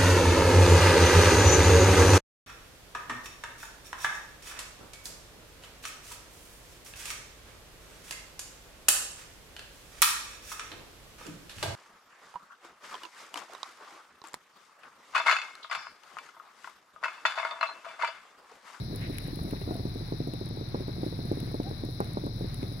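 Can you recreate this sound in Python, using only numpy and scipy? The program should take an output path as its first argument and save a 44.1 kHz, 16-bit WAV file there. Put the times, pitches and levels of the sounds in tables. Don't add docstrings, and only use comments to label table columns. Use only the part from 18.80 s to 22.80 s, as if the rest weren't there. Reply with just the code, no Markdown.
import sys
import numpy as np
from scipy import signal
from scipy.fft import rfft, irfft
from scipy.io import wavfile
from scipy.ndimage import uniform_filter1d

SR = 44100
rng = np.random.default_rng(int(sys.argv[2]) if len(sys.argv) > 2 else 0)


def to_wav(sig):
    pcm = np.clip(np.atleast_2d(sig), -1, 1) * 32767
    pcm = np.round(pcm).astype(np.int16)
    wavfile.write(sys.argv[1], SR, pcm.T)


N = 176400


def undb(db):
    return 10 ** (np.asarray(db) / 20)


def unit(x):
    return x / np.sqrt(np.mean(x ** 2))


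def freqs():
    return np.maximum(np.arange(N // 2 + 1) * SR / N, 1e-3)


def colour(x, points):
    hz, db = np.array(points).T
    return irfft(rfft(x) * undb(np.interp(np.log(freqs()), np.log(hz), db)), N)


def noise(points):
    return colour(rng.standard_normal(N), points) * np.sqrt(SR / 2)


def resonate(x, hz, width_hz):
    return signal.lfilter(*signal.iirpeak(hz, hz / width_hz, fs=SR), x)


def walk(rate):
    k = max(int(SR / rate), 1)
    steps = np.repeat(rng.standard_normal(N // k + 1), k)
    return unit(uniform_filter1d(uniform_filter1d(steps, k), k)[:N])


def pan(db):
    return undb(np.array([[db], [-db]]) / 2)


def add(out, start_s, x):
    i = int(np.clip(start_s * SR, 0, N - 1))
    out[..., i:i + x.shape[-1]] += x[..., :N - i]


# multiple of the cycle rate, level in dB.
ENGINE_HARMONICS = [(6, -48), (12, -54.5), (14, -57.5), (18, -43.5), (21, -44), (24, -51.5), (26, -49),
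                    (30, -52.5)]
# frequency in Hz, level in dB per Hz.
EXHAUST_RUMBLE = [(15, -104), (30, -91), (50, -71.5), (70, -62.5), (150, -64.5), (210, -68), (300, -70),
                  (500, -81), (720, -82), (1000, -94), (1600, -102), (4000, -140)]


def idle():
    cycle_hz, wander = 6.0, 0.0035
    flutter_db, swell_db = 2, 1.83
    phase = 2 * np.pi * np.cumsum(cycle_hz * (1 + wander * walk(4.1))) / SR
    hum = np.zeros(N)
    for multiple, db in ENGINE_HARMONICS:
        level = undb(db + flutter_db * walk(6.04))
        hum += level * np.sin(multiple * phase + rng.uniform(0, 2 * np.pi))
    rumble = noise(EXHAUST_RUMBLE) * undb(swell_db * walk(20))
    return np.sqrt(2) * hum + rumble


# start in seconds, relative level in dB, brightness in dB.
EXHAUST_POPS = [(.126, -29.5, -22.5), (.295, -28, -19), (.528, -29, -26), (.569, -29.5, -25.5),
                (.588, -33.5, -11.5), (.612, -27.5, -28), (0.648, -27, -27), (.724, -25, -23.5),
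                (.731, -29, -14), (.813, -32.5, -17.5), (.874, -26.5, -21), (.907, -23.5, -17.5),
                (.952, -29, -18), (.993, -31.5, -17), (1.051, -25.5, -20.5), (1.155, -28, -21.5),
                (1.207, -32, -19.5), (1.32, -23, -19), (1.401, -21.5, -22), (1.471, -25.5, -21),
                (1.534, -29, -18), (1.61, -27, -19), (1.707, -31.5, -19.5), (1.77, -29.5, -18),
                (1.809, -28.5, -19), (1.943, -20.5, -17), (2.004, -27.5, -21), (2.079, -28, -18),
                (2.18, -29, -23), (2.23, -23, -19), (2.262, -23.5, -21), (2.323, -27.5, -19.5),
                (2.388, -28, -18.5), (2.449, -28.5, -24.5), (2.513, -17.5, -20), (2.57, -27.5, -20),
                (2.627, -29, -22.5), (2.741, -24, -18), (2.798, -20.5, -19), (2.909, -29, -17),
                (3.034, -26, -19.5), (3.201, -17.5, -14.5), (3.369, -21, -16.5), (3.436, -26.5, -20.5),
                (3.464, -26.5, -16.5), (3.607, -25.5, -20), (3.642, -26.5, -22.5), (3.827, -26, -20)]
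# frequency in Hz, gain in dB.
SILENCER_TONE = [(40, 2), (110, -2.5), (210, -2), (290, 3.5), (500, -1.5), (750, -2.5), (1100, 1.5),
                 (1500, 5.5), (3000, 11)]


def exhaust_pops(t):
    lead_s, rise_s, usual_width_s = .02, 0.00323, 0.00074
    usual_bright_db, halving_db = -17.5, 7.5
    echo_gap_s, echo_decay_s = .003, 0.011
    weak_per_s, weak_db, weak_spread_db = 10, -38.5, 6
    age, out = t[:SR // 10], np.zeros(N)
    echoes = rng.standard_normal((200, len(age)))
    chances = rng.random((100, 2))[:int(weak_per_s * N / SR)]
    weak = [(when * N / SR, weak_db + weak_spread_db * (2 * size - 1), usual_bright_db)
            for when, size in chances]
    echo_fade = np.exp(-age / echo_decay_s) * (age > echo_gap_s)
    for (start, db, bright_db), echo in zip(EXHAUST_POPS + weak, echoes):
        width_s = usual_width_s * 2 ** ((usual_bright_db - bright_db) / halving_db)
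        u = (age - lead_s - rise_s) / width_s
        puff = -u / (1 + u ** 2) ** 2
        scatter = unit(signal.fftconvolve(puff, echo * echo_fade)[:len(age)]) * np.std(puff)
        pop = (puff + undb(-4) * scatter) / puff.max()
        add(out, start - lead_s, undb(db + 3) * pop)
    thinned = signal.lfilter(*signal.butter(1, 148, "high", fs=SR), out)
    silenced = colour(thinned, SILENCER_TONE)
    pipe_ring = resonate(silenced, hz=133, width_hz=72)
    return silenced + undb(-5.5) * pipe_ring


# frequency in Hz, delay in seconds.
LEFT_MIC_DELAY = [(100, 0.00029), (400, 0.00044), (720, 0.00037), (1100, 0.00032), (1500, 0.00032)]


def car(t):
    right = idle() + exhaust_pops(t)
    delay_s = np.interp(freqs(), *np.array(LEFT_MIC_DELAY).T)
    left = irfft(rfft(right) * np.exp(-2j * np.pi * freqs() * delay_s), N)
    return np.array([left, right]) * pan(db=0.1)


# frequency in Hz, relative level in dB per Hz.
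SNOW_SIZZLE = [(4000, -140), (6800, -122), (8300, -116), (9100, -105), (10000, -95), (10800, -96.5),
               (11700, -102.5), (15800, -103.5)]
# time in seconds, relative level in dB.
SNOWFALL_LEVEL = [(0.0, -66), (0.65, -60), (1.25, -67), (1.93, -68), (2.27, -64.5), (3.54, -66.5),
                  (3.71, -63.5), (4.0, -64)]
# start in seconds, relative level in dB,
# left minus right in dB, relative gain of the duller body in dB, decay in seconds.
FLAKE_HITS = [(0.1604, -26, 3, -24, 0.0011), (0.384, -25, 6.5, 4.5, 0.0013),
              (.558, -37.5, 3.5, -1.5, 0.0033), (0.7093, -31.5, 2, 2.5, 0.0017),
              (1.474, -38, 3, -16, 0.0014), (1.5368, -32.5, 2, -1, 0.0014), (1.6581, -39, -2, -11, 0.0015),
              (1.69, -37, 2, -18, 0.0011), (2.078, -44, 0, 3, .0013), (2.602, -29.5, -2, -2, 0.0018),
              (2.822, -43, 6, -2, 0.0012), (2.832, -45, 4, 7, .0015), (3.051, -35.5, 0, -19, .0013),
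              (3.204, -27.5, 4, -16, 0.0011), (3.245, -34, -4, -7, .001), (3.3343, -35, 9, -12, 0.00079),
              (3.463, -36.5, 2, -8, 0.0015), (3.7438, -29.5, 3, -6.5, .0012), (3.83, -39.5, 2, 10, 0.0015)]
# frequency in Hz, gain in dB.
CASING_RING = [(1000, -44), (6000, -9), (7800, -14.5), (9000, -4), (10000, 8.5), (11500, -1.5),
               (16000, -8.5)]
CASING_BODY = [(200, -30), (900, -17), (2200, 7), (4000, 0), (6000, -10.5), (9000, -28), (16000, -39)]


def snow(t):
    grains_per_s, grain_db, grain_spread_db, grain_decay_s = 220, -52.5, 4, 0.00089
    when, fall_db = np.array(SNOWFALL_LEVEL).T
    snowfall = undb(np.interp(t, when, fall_db - fall_db.mean()))
    sizzle = np.array([noise(SNOW_SIZZLE), noise(SNOW_SIZZLE)]) * undb(-1 + walk(29.7))
    age = t[:SR // 50]
    landings = rng.random(N) < grains_per_s / SR
    grains = landings * undb(grain_db + grain_spread_db * np.clip(rng.standard_normal(N), -2, 2))
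    patter = signal.fftconvolve(grains, np.exp(-age / grain_decay_s))[:N]
    ring = patter * rng.standard_normal((2, N)) * snowfall
    body = np.zeros((2, N))
    for start, db, pan_db, body_db, decay_s in FLAKE_HITS:
        burst = rng.standard_normal((2, len(age))) * np.exp(-age / decay_s)
        tick = burst * pan(pan_db) * undb(db - 2.5)
        add(ring, start, tick)
        add(body, start, tick * undb(body_db - 2.5))
    return sizzle * snowfall + colour(ring, CASING_RING) + colour(body, CASING_BODY)


# centre in seconds, half-width in seconds, level in dB.
SWISHES = [(0.238, 0.028, -45.5), (0.361, 0.034, -52), (0.476, .03, -54.5), (0.767, 0.0068, -52),
           (0.82, 0.006, -53), (0.917, 0.047, -65)]


def rustle(t):
    hz, width_hz = 2040, 1170
    swell = sum(undb(db) * np.exp(-((t - at) / spread) ** 2 / 2) for at, spread, db in SWISHES)
    rub = resonate(rng.standard_normal((2, N)), hz, width_hz)
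    return swell * unit(resonate(rub, hz, width_hz))


# start and length in seconds, first, middle and last pitch in Hz, level in dB.
FAR_HOOTS = [(0.862, 0.13, 707, 724, 614, -48), (2.833, .075, 660, 765, 794, -47)]


def hoots(t):
    roughness, octave_db = 0.0221, -19
    out = np.zeros(N)
    for start, length, first_hz, middle_hz, last_hz, db in FAR_HOOTS:
        progress = np.clip((t - start) / length, 0, 1)
        glide = np.polyfit([0, .5, 1], [first_hz, middle_hz, last_hz], 2)
        hz = np.polyval(glide, progress) * (1 + roughness * walk(200))
        phase = 2 * np.pi * np.cumsum(hz) / SR
        tone = np.sin(phase) + undb(octave_db) * np.sin(2 * phase)
        out += undb(db) * np.sin(np.pi * progress) * tone
    return np.sqrt(2) * out


# frequency in Hz, level in dB per Hz.
LEFT_MIC_AIR = [(20, -88), (45, -86), (100, -73), (300, -80), (700, -87.5), (1400, -92), (2200, -92),
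                (2850, -99.5), (4500, -104), (6200, -111), (7000, -117), (16000, -114)]
RIGHT_MIC_AIR = [(20, -86), (45, -78), (100, -74.5), (300, -86.5), (700, -86.5), (1400, -88), (2200, -86.5),
                 (2850, -99.5), (3600, -99.5), (4600, -106), (5400, -108), (6800, -120), (16000, -115)]
LEFT_MIC_HISS = [(2400, -140), (3050, -105), (3400, -90), (3950, -73.5), (4200, -76.5), (4550, -88.5),
                 (4900, -81), (5300, -83.5), (5900, -90.5), (6700, -118), (8000, -140)]


def hiss():
    flicker_db = 1.25
    air = np.array([noise(LEFT_MIC_AIR), noise(RIGHT_MIC_AIR)]) * undb(flicker_db * walk(20))
    return air + np.array([noise(LEFT_MIC_HISS), np.zeros(N)])


def scene():
    t = np.arange(N) / SR
    return car(t) + hiss() + snow(t) + rustle(t) + hoots(t)


def record(dry):
    top_hz = 15800
    return signal.sosfilt(signal.ellip(10, .2, 80, top_hz, fs=SR, output="sos"), dry)


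dry = scene()
out = record(dry)
to_wav(out)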